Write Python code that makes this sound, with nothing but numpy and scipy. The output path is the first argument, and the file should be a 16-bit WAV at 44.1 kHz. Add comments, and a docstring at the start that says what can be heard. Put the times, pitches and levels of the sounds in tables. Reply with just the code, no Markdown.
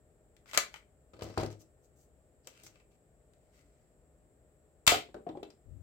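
"""A small room, a table of hollow toys. A plastic toy revolver is cocked: catches and ratchet teeth click,
its shell rings. A hand bumps about in the pile for a foam dart, ringing the table and jolting the toys,
then rubs the dart into the muzzle. The spring piston fires with a loud snap and a low puff; the dart hits
the wall and tumbles back over the toys in hollow knocks. Behind: room air, a distant fan, microphone hiss
and, at the end, a draught."""
import sys
import numpy as np
from scipy import signal
from scipy.fft import rfft, irfft, next_fast_len
from scipy.io import wavfile

SR = 44100
rng = np.random.default_rng(int(sys.argv[2]) if len(sys.argv) > 2 else 0)


def to_wav(s):
    """Save 16-bit WAV."""
    ch = np.atleast_2d(s).T  # columns
    pcm = np.round(np.clip(ch, -1, 1) * 32767)  # PCM
    wavfile.write(sys.argv[1], SR, pcm.astype(np.int16))


N = 256662
TIME = np.arange(N) / SR
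PORT_LAG_S = .00015   # left microphone port hears first
CUTOFF_HZ = 16000

# hand and toys bumping the table: t/s, level/dB
TABLE_BUMPS = [(1.135, -44), (1.165, -48.5), (1.19, -41.5), (1.220, -29.5), (1.248, -38.5), (1.263, -38),
               (1.299, -40), (1.3751, -18.5), (1.396, -27), (1.410, -26.5), (1.4312, -25.5), (1.500, -41.5),
               (1.527, -46.5), (1.610, -56.5), (2.637, -51.5)]
# spectrum of a plastic click: f/Hz, level/dB
CLICK_SPECTRUM = [(30, -30.5), (100, -19), (200, -14.5), (400, -9), (700, -0.5), (1300, 0.5), (2300, -2),
                  (3400, -0.5), (5500, -3), (8000, -4), (9300, -12.5), (12000, -10), (16000, -15.5)]
# spectrum of a dull thud: f/Hz, level/dB
THUD_SPECTRUM = [(50, -18), (150, -8.5), (320, 2.5), (700, -1.5), (1000, -12), (1600, -28), (3000, -33.5),
                 (8000, -56)]


def shot():
    """Sear lets go, piston slams home, spring rebounds; air leaves the barrel with a damped thump."""
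    # impacts in the gun: t/s, level/dB, tilt/(dB/oct), f/Hz
    impacts = [(4.8665, -24, 2.5, 7600), (4.8757, -13.5, 0.5, 7351), (4.8780, -17.5, 0.35, 3108),
               (4.8905, -23.5, -1.1, 2238), (4.900, -25, -1, 1240), (4.921, -29, 0, 3124),
               (4.945, -35.5, 0, 3888)]
    # spectrum of the snap: f/Hz, level/dB
    spectrum = [(30, -8), (100, -8.5), (250, -11.5), (600, -6.5), (1000, -0.5), (1800, -3.5), (3000, 0),
                (4500, -2.5), (6300, -7), (8000, -6.5), (9300, -16), (12000, -12.5), (16000, -15.5)]
    snap = snaps(impacts, spectrum, crack_db=-2, crack_s=.0022, part_db=4, left_db=11,
                 ring_tilt_db_oct=-.15, t60_s=.037787, loosening=.5)
    out, t = shell(snap, direct_db=-.5), port_times(.12)
    slam_s, puff_hz = impacts[1][0], 80
    add(out, slam_s, from_db(-27) * np.cos(2 * np.pi * puff_hz * t) * decay(t, t60_s=.027))
    return out


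def clicks():
    """Catches, ratchet teeth and other hard plastic parts strike."""
    # contacts: t/s, level/dB, tilt/(dB/oct), f/Hz
    contacts = [(.366, -60.5, 0.5, 1984), (.4585, -55, -3, 1310), (.513, -46, -1.5, 2259),
                (.5335, -36, -2, 1510), (.546, -31, -2, 2421), (.566, -35, -3.5, 1490),
                (.5748, -14, 0.5, 6800), (.5775, -20, -2.5, 2320), (.5785, -25, -2.5, 740),
                (.7412, -39, -3, 2000), (.7598, -45.5, -3, 2100), (1.1345, -56, -3, 1300),
                (1.210, -45, -3, 1480), (1.2215, -42, -1.5, 4700), (1.4614, -42, -2, 5500),
                (2.472, -42.5, 2, 6716), (2.4735, -51.5, -3.5, 2626), (2.636, -52.5, 5.5, 5046),
                (2.665, -50, 1, 2100), (2.757, -58, -3.5, 2400), (2.801, -60, -3.5, 2493),
                (3.335, -67.5, 0, 1700), (5.143, -45.5, -3.5, 1487), (5.290, -49, -4.5, 3700),
                (5.371, -57.5, -4.5, 3520), (5.4305, -43, -3, 3794), (5.503, -53, -2, 5160)]
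    return snaps(contacts, CLICK_SPECTRUM, crack_db=3, crack_s=.0015, part_db=6.5, left_db=9,
                 ring_tilt_db_oct=-.5, t60_s=.030956, loosening=.035)


def dart_knocks():
    """The soft tip swells each hollow note in, with a dull thud around it."""
    # dart and what it hits: t/s, level/dB, f/Hz
    knocks = [(2.4704, -50, 522.7), (4.915, -27, 470), (4.9188, -21, 695), (4.938, -28.5, 760.6),
              (5.087, -49, 387.8), (5.1431, -40, 597), (5.147, -36, 316), (5.166, -39.5, 431),
              (5.266, -31, 700), (5.2937, -31, 313), (5.3513, -41.5, 800), (5.372, -37, 361),
              (5.4279, -37, 405.8)]
    out, t = np.zeros((2, N)), port_times(.2)
    for s, level_db, hz in knocks:
        t60_s = .075 * (hz / 500) ** .45
        note = np.sin(2 * np.pi * hz * t) + from_db(-4.5) * noise(t.shape[1], THUD_SPECTRUM)
        add(out, s, from_db(level_db) * note * attack(t, rise_s=.00099) * decay(t, t60_s))
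    return out


def table_bumps(soft_contact_s=.0024, firm_db=-25.5):
    """One push and pull of air, then the table rings; soft, long contacts barely stir the high modes."""
    # modes of the loaded table: f/Hz, level/dB, t60/s
    modes = [(76.93, -12, .16), (103.7, -16, 0.28), (142.3, -25.5, 0.16), (312.2, -17, 0.55),
             (391.5, -15, 0.096), (470, -14, 0.043), (550.23, -17.5, 0.15), (637, -17, 0.07),
             (970, -25.5, .07)]
    out, t = np.zeros((2, N)), port_times(.4)
    for s, level_db in TABLE_BUMPS:
        contact_s = soft_contact_s / np.hypot(1, from_db(level_db - firm_db))
        bump = -from_db(-.5) * np.sin(2 * np.pi * t / contact_s) * (t < contact_s)
        for hz, mode_db, t60_s in modes:
            gain = from_db(mode_db + rng.standard_normal()) / np.hypot(1, (hz * contact_s / 1.7) ** 2)
            bump += gain * np.sin(2 * np.pi * hz * t) * decay(t, t60_s)
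        bump += from_db(-10) * noise(t.shape[1], THUD_SPECTRUM) * decay(t, t60_s=.0905)
        add(out, s, from_db(level_db) * bump)
    return out


def toy_rattles(delay_s=.003, gain_db=-13, tilt_db_oct=-2.5, hz=4450):
    """Each bump jolts a toy, which clicks just after."""
    jolts = [(s + delay_s, level_db + gain_db, tilt_db_oct, hz) for s, level_db in TABLE_BUMPS]
    return snaps(jolts, CLICK_SPECTRUM, crack_db=4, crack_s=.0015, part_db=3.5, left_db=8,
                 ring_tilt_db_oct=-2, t60_s=.03426, loosening=.1)


def rubbing(rough_db=4, grain_s=.0015, squeak_db=8):
    """Plastic, foam and skin stick and slip in tiny grains that excite the rubbed part's resonance."""
    # strokes: t/s, length/s, level/dB, squeak f/Hz, tilt/(dB/oct)
    strokes = [(0.457, .1, -57.5, 2100, -0.5), (0.528, 0.041, -40.5, 2100, 0), (0.709, .1, -63, 1790, 0),
               (1.214, 0.17, -60.5, 5500, -3.5), (1.22, .03, -52.5, 6020, 5), (1.359, 0.074, -48, 5500, -6),
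               (1.499, 0.03888, -57.5, 5960, 0.5), (1.589, 0.044, -61.5, 5960, 5.5),
               (1.823, .05, -72, 6494, 7.5), (1.95, .12, -70.5, 6496, 8.5), (2.432, 0.075, -69.5, 5206, 0),
               (2.467, 0.21, -65.5, 2650, -0.5), (2.629, 0.0585, -53.5, 5984, 4),
               (2.677, 0.17315, -75, 2500, -.5), (2.899, 0.068, -76, 2500, 1.5), (3.3, 0.68, -81, 2096, .7),
               (3.519, .12, -69.5, 2100, .7)]
    # friction spectrum: f/Hz, level/dB
    spectrum = [(200, -9), (800, -5.5), (1500, 0.5), (2400, -2.5), (3700, -1), (5500, -1.5), (8000, -1.5),
                (9300, -10.5), (14000, -9.5), (16000, -12)]
    out = np.zeros((2, N))
    for s, length_s, level_db, hz, tilt_db_oct in strokes:
        t = TIME[:int(length_s * SR)]
        speed = np.abs(np.sin(np.pi * t / length_s)) ** .86
        slips_s = np.arange(0, length_s, grain_s)
        grains = unit_rms(from_db(rough_db * np.interp(t, slips_s, rng.standard_normal(len(slips_s)))))
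        friction = noise(len(t), spectrum, tilt_db_oct, hz, squeak_db)
        add(out, s, from_db(level_db) * speed * grains * friction)
    return out


def snaps(contacts, spectrum, crack_db, crack_s, part_db, left_db, ring_tilt_db_oct, t60_s, loosening):
    """Each contact: a short crack, strongest at the left port, then duller, damped plastic modes."""
    out, t = np.zeros((2, N)), port_times(.12)
    full_blow_db = -13   # weaker blows press the parts together less, so they ring longer
    for s, level_db, tilt_db_oct, hz in contacts:
        ring_s = t60_s * from_db(loosening * (full_blow_db - level_db))
        soft_db = -2 * min(tilt_db_oct, 0)   # dull contact: less crack, more of the part's pitch
        ring = noise(t.shape[1], spectrum, tilt_db_oct + ring_tilt_db_oct, hz, part_db + soft_db)
        ring *= decay(t, ring_s)
        crack = noise(t.shape[1], spectrum, tilt_db_oct + 1.5, hz, part_db / 2)
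        crack *= from_db(crack_db - soft_db) * np.exp(-t / crack_s) * pan(left_db)
        add(out, s, from_db(level_db) * (ring + crack) * attack(t, rise_s=.0002))
    return out


def shell(x, direct_db):
    """The hollow plastic body rings on at its resonances."""
    # shell modes: f/Hz, width/Hz, level re direct/dB
    modes = [(602.02, 42, 1), (1271.5, 22, 3.5), (1440.6, 74, -2.5), (2013.1, 34, -0.5), (2154.2, 23, 1.5),
             (2350, 55, 2), (2636.5, 90, -1.5), (3100, 120, -3), (3969.2, 15, -8.5), (4680, 700, -9.5),
             (4900, 27, -9), (5500, 18, -6.5), (7490.2, 330, -4), (8195, 170, -4)]
    out = x.copy()
    for hz, width_hz, level_db in modes:
        radius = np.exp(-np.pi * width_hz / SR)
        b = np.array([1, 0, -1]) * (1 - radius ** 2) / 2
        a = [1, -2 * radius * np.cos(2 * np.pi * hz / SR), radius ** 2]
        out += from_db(level_db) * signal.lfilter(b, a, x + 1e-18)
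    return from_db(direct_db) * out


def room(x, wet_db, treble_db_oct, bass_db, build_s):
    """Adds a diffuse tail that builds quickly and dies sooner in the treble."""
    # room decay: f/Hz, t60/s
    decay_times = [(80, 0.28), (300, 0.38), (700, 0.19), (2500, .25), (6000, 0.2), (14000, 0.18)]
    t = TIME[:SR // 2]
    white, hz = rfft(noise(len(t))), np.arange(len(t) // 2 + 1) * 2
    octaves_hz = 62.5 * 2 ** np.arange(9)
    tail = 0
    for centre_hz in octaves_hz:
        band = irfft(white * at_hz(np.c_[octaves_hz, octaves_hz == centre_hz], hz), len(t))
        feed_db = treble_db_oct * max(np.log2(centre_hz / 2000), 0) + bass_db * (centre_hz < 1000)
        tail += band * from_db(feed_db) * decay(t, at_hz(decay_times, centre_hz))
    tail *= 1 - np.exp(-(t / build_s) ** 2)
    return x + from_db(wet_db) * signal.fftconvolve(x, unit_rms(tail) / np.sqrt(len(t)), axes=1)[:, :N]


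def background(draught_start_s=5.635, draught_rise_s=.07045):
    """Room air, a distant fan, microphone hiss and a draught at the left port."""
    # noise spectra and fan tones: f/Hz, level/dB
    air_spectrum = [(20, -40.5), (32, -16), (46, -2), (68, -2), (100, -10.5), (135, -6.5), (200, -15),
                    (420, -13.5), (640, -15.5), (780, -21), (960, -29.5), (1300, -29), (2400, -36.5),
                    (6000, -51.5), (12000, -75.5)]
    hiss_spectrum = [(1000, -29.5), (4000, -22.5), (6600, -20), (7200, -4), (7750, -1.5), (8300, -4.5),
                     (9100, -23), (10500, -17.5), (16000, -20.5)]
    draught_spectrum = [(20, -14), (55, 4), (95, 3), (160, -12.5), (300, -18), (1000, -60)]
    fan_tones = [(67, -75), (420, -79.5), (497, -85.5), (613, -78), (1822, -95.5)]
    air = from_db(-66.5) * noise(N, air_spectrum)
    fan = sum(from_db(db) * np.sin(2 * np.pi * (hz * TIME + rng.random())) for hz, db in fan_tones)
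    hiss = from_db(-79) * noise(N, hiss_spectrum)
    onset = np.clip((TIME - draught_start_s) / draught_rise_s, 0, 1)
    draught = from_db([[-46], [-64]]) * onset * noise(N, draught_spectrum)
    return (air + fan) * pan(3.1) + hiss * pan(.5) + draught


def noise(size, spectrum=None, tilt_db_oct=0, peak_hz=1000, peak_db=0):
    """Unit-rms stereo noise with one broad resonance; the ports are alike only in the bass."""
    # likeness of the ports: f/Hz, left-right correlation
    likeness = [(60, 0.84), (300, 0.92), (600, .8), (1200, 0.12), (2500, 0.067), (8000, 0.05)]
    n = next_fast_len(size)
    hz = np.arange(n // 2 + 1) * SR / n
    mid, side = np.exp(2j * np.pi * rng.random((2, len(hz))))
    alike = at_hz(likeness, hz)
    bins = np.sqrt(1 + alike) * mid + np.sqrt(1 - alike) * side * [[1], [-1]]
    bins[1] *= np.exp(-2j * np.pi * hz * PORT_LAG_S)
    if spectrum:
        resonance_db = peak_db / (1 + ((hz / peak_hz - 1) / .13) ** 2)
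        tilt_db = tilt_db_oct * np.log2(np.maximum(hz, 500))
        bins *= from_db(at_hz(spectrum, hz) + resonance_db + tilt_db) * (hz < CUTOFF_HZ)
    return unit_rms(irfft(bins, n)[:, :size])


def from_db(db):
    return 10 ** (np.asarray(db) / 20)


def unit_rms(x):
    return x / np.sqrt(np.mean(x ** 2) + 1e-20)


def attack(t, rise_s):
    return 1 - np.exp(-t / rise_s)


def decay(t, t60_s):
    return from_db(-60 * t / t60_s)


def at_hz(points, hz):
    """Interpolate on a log-frequency axis."""
    known_hz, values = np.transpose(points)
    return np.interp(np.log(hz + 1), np.log(known_hz), values)


def pan(left_db):
    return from_db([[left_db / 2], [-left_db / 2]])


def add(out, start_s, sound):
    i = int(start_s * SR)
    out[:, i:i + sound.shape[1]] += sound[:, :N - i]


def port_times(length_s):
    """Time since a sound reached each port."""
    return np.maximum(TIME[:int(length_s * SR)] - np.array([[0], [PORT_LAG_S]]), 0)


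def high_pass(x, edge_hz):
    return signal.sosfilt(signal.butter(3, edge_hz, "high", fs=SR, output="sos"), x)


def scene():
    """Gun, table and dart in one small room, all a little to the left."""
    handling = shell(clicks() + toy_rattles() + rubbing(), direct_db=-3.5)
    handling = room(handling, wet_db=-7.5, treble_db_oct=-1.2, bass_db=-4, build_s=.0055)
    firing = room(shot(), wet_db=-5.5, treble_db_oct=-.43, bass_db=-4, build_s=.013)
    bumps = room(table_bumps(), wet_db=-2.5, treble_db_oct=1.5, bass_db=0, build_s=.011)
    bumps = high_pass(bumps, edge_hz=72)   # the table top radiates no deep bass
    dart = room(dart_knocks(), wet_db=-5, treble_db_oct=1, bass_db=-1, build_s=.011)
    return firing * pan(1) + handling * pan(2.9) + (bumps + dart) * pan(3.2) + background()


def record(dry):
    """The microphone sheds the deepest bass; the top is cut steeply."""
    low_pass = signal.ellip(10, .1, 80, CUTOFF_HZ, fs=SR, output="sos")
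    return signal.sosfilt(low_pass, high_pass(dry, edge_hz=30))


dry = scene()
out = record(dry)
to_wav(out)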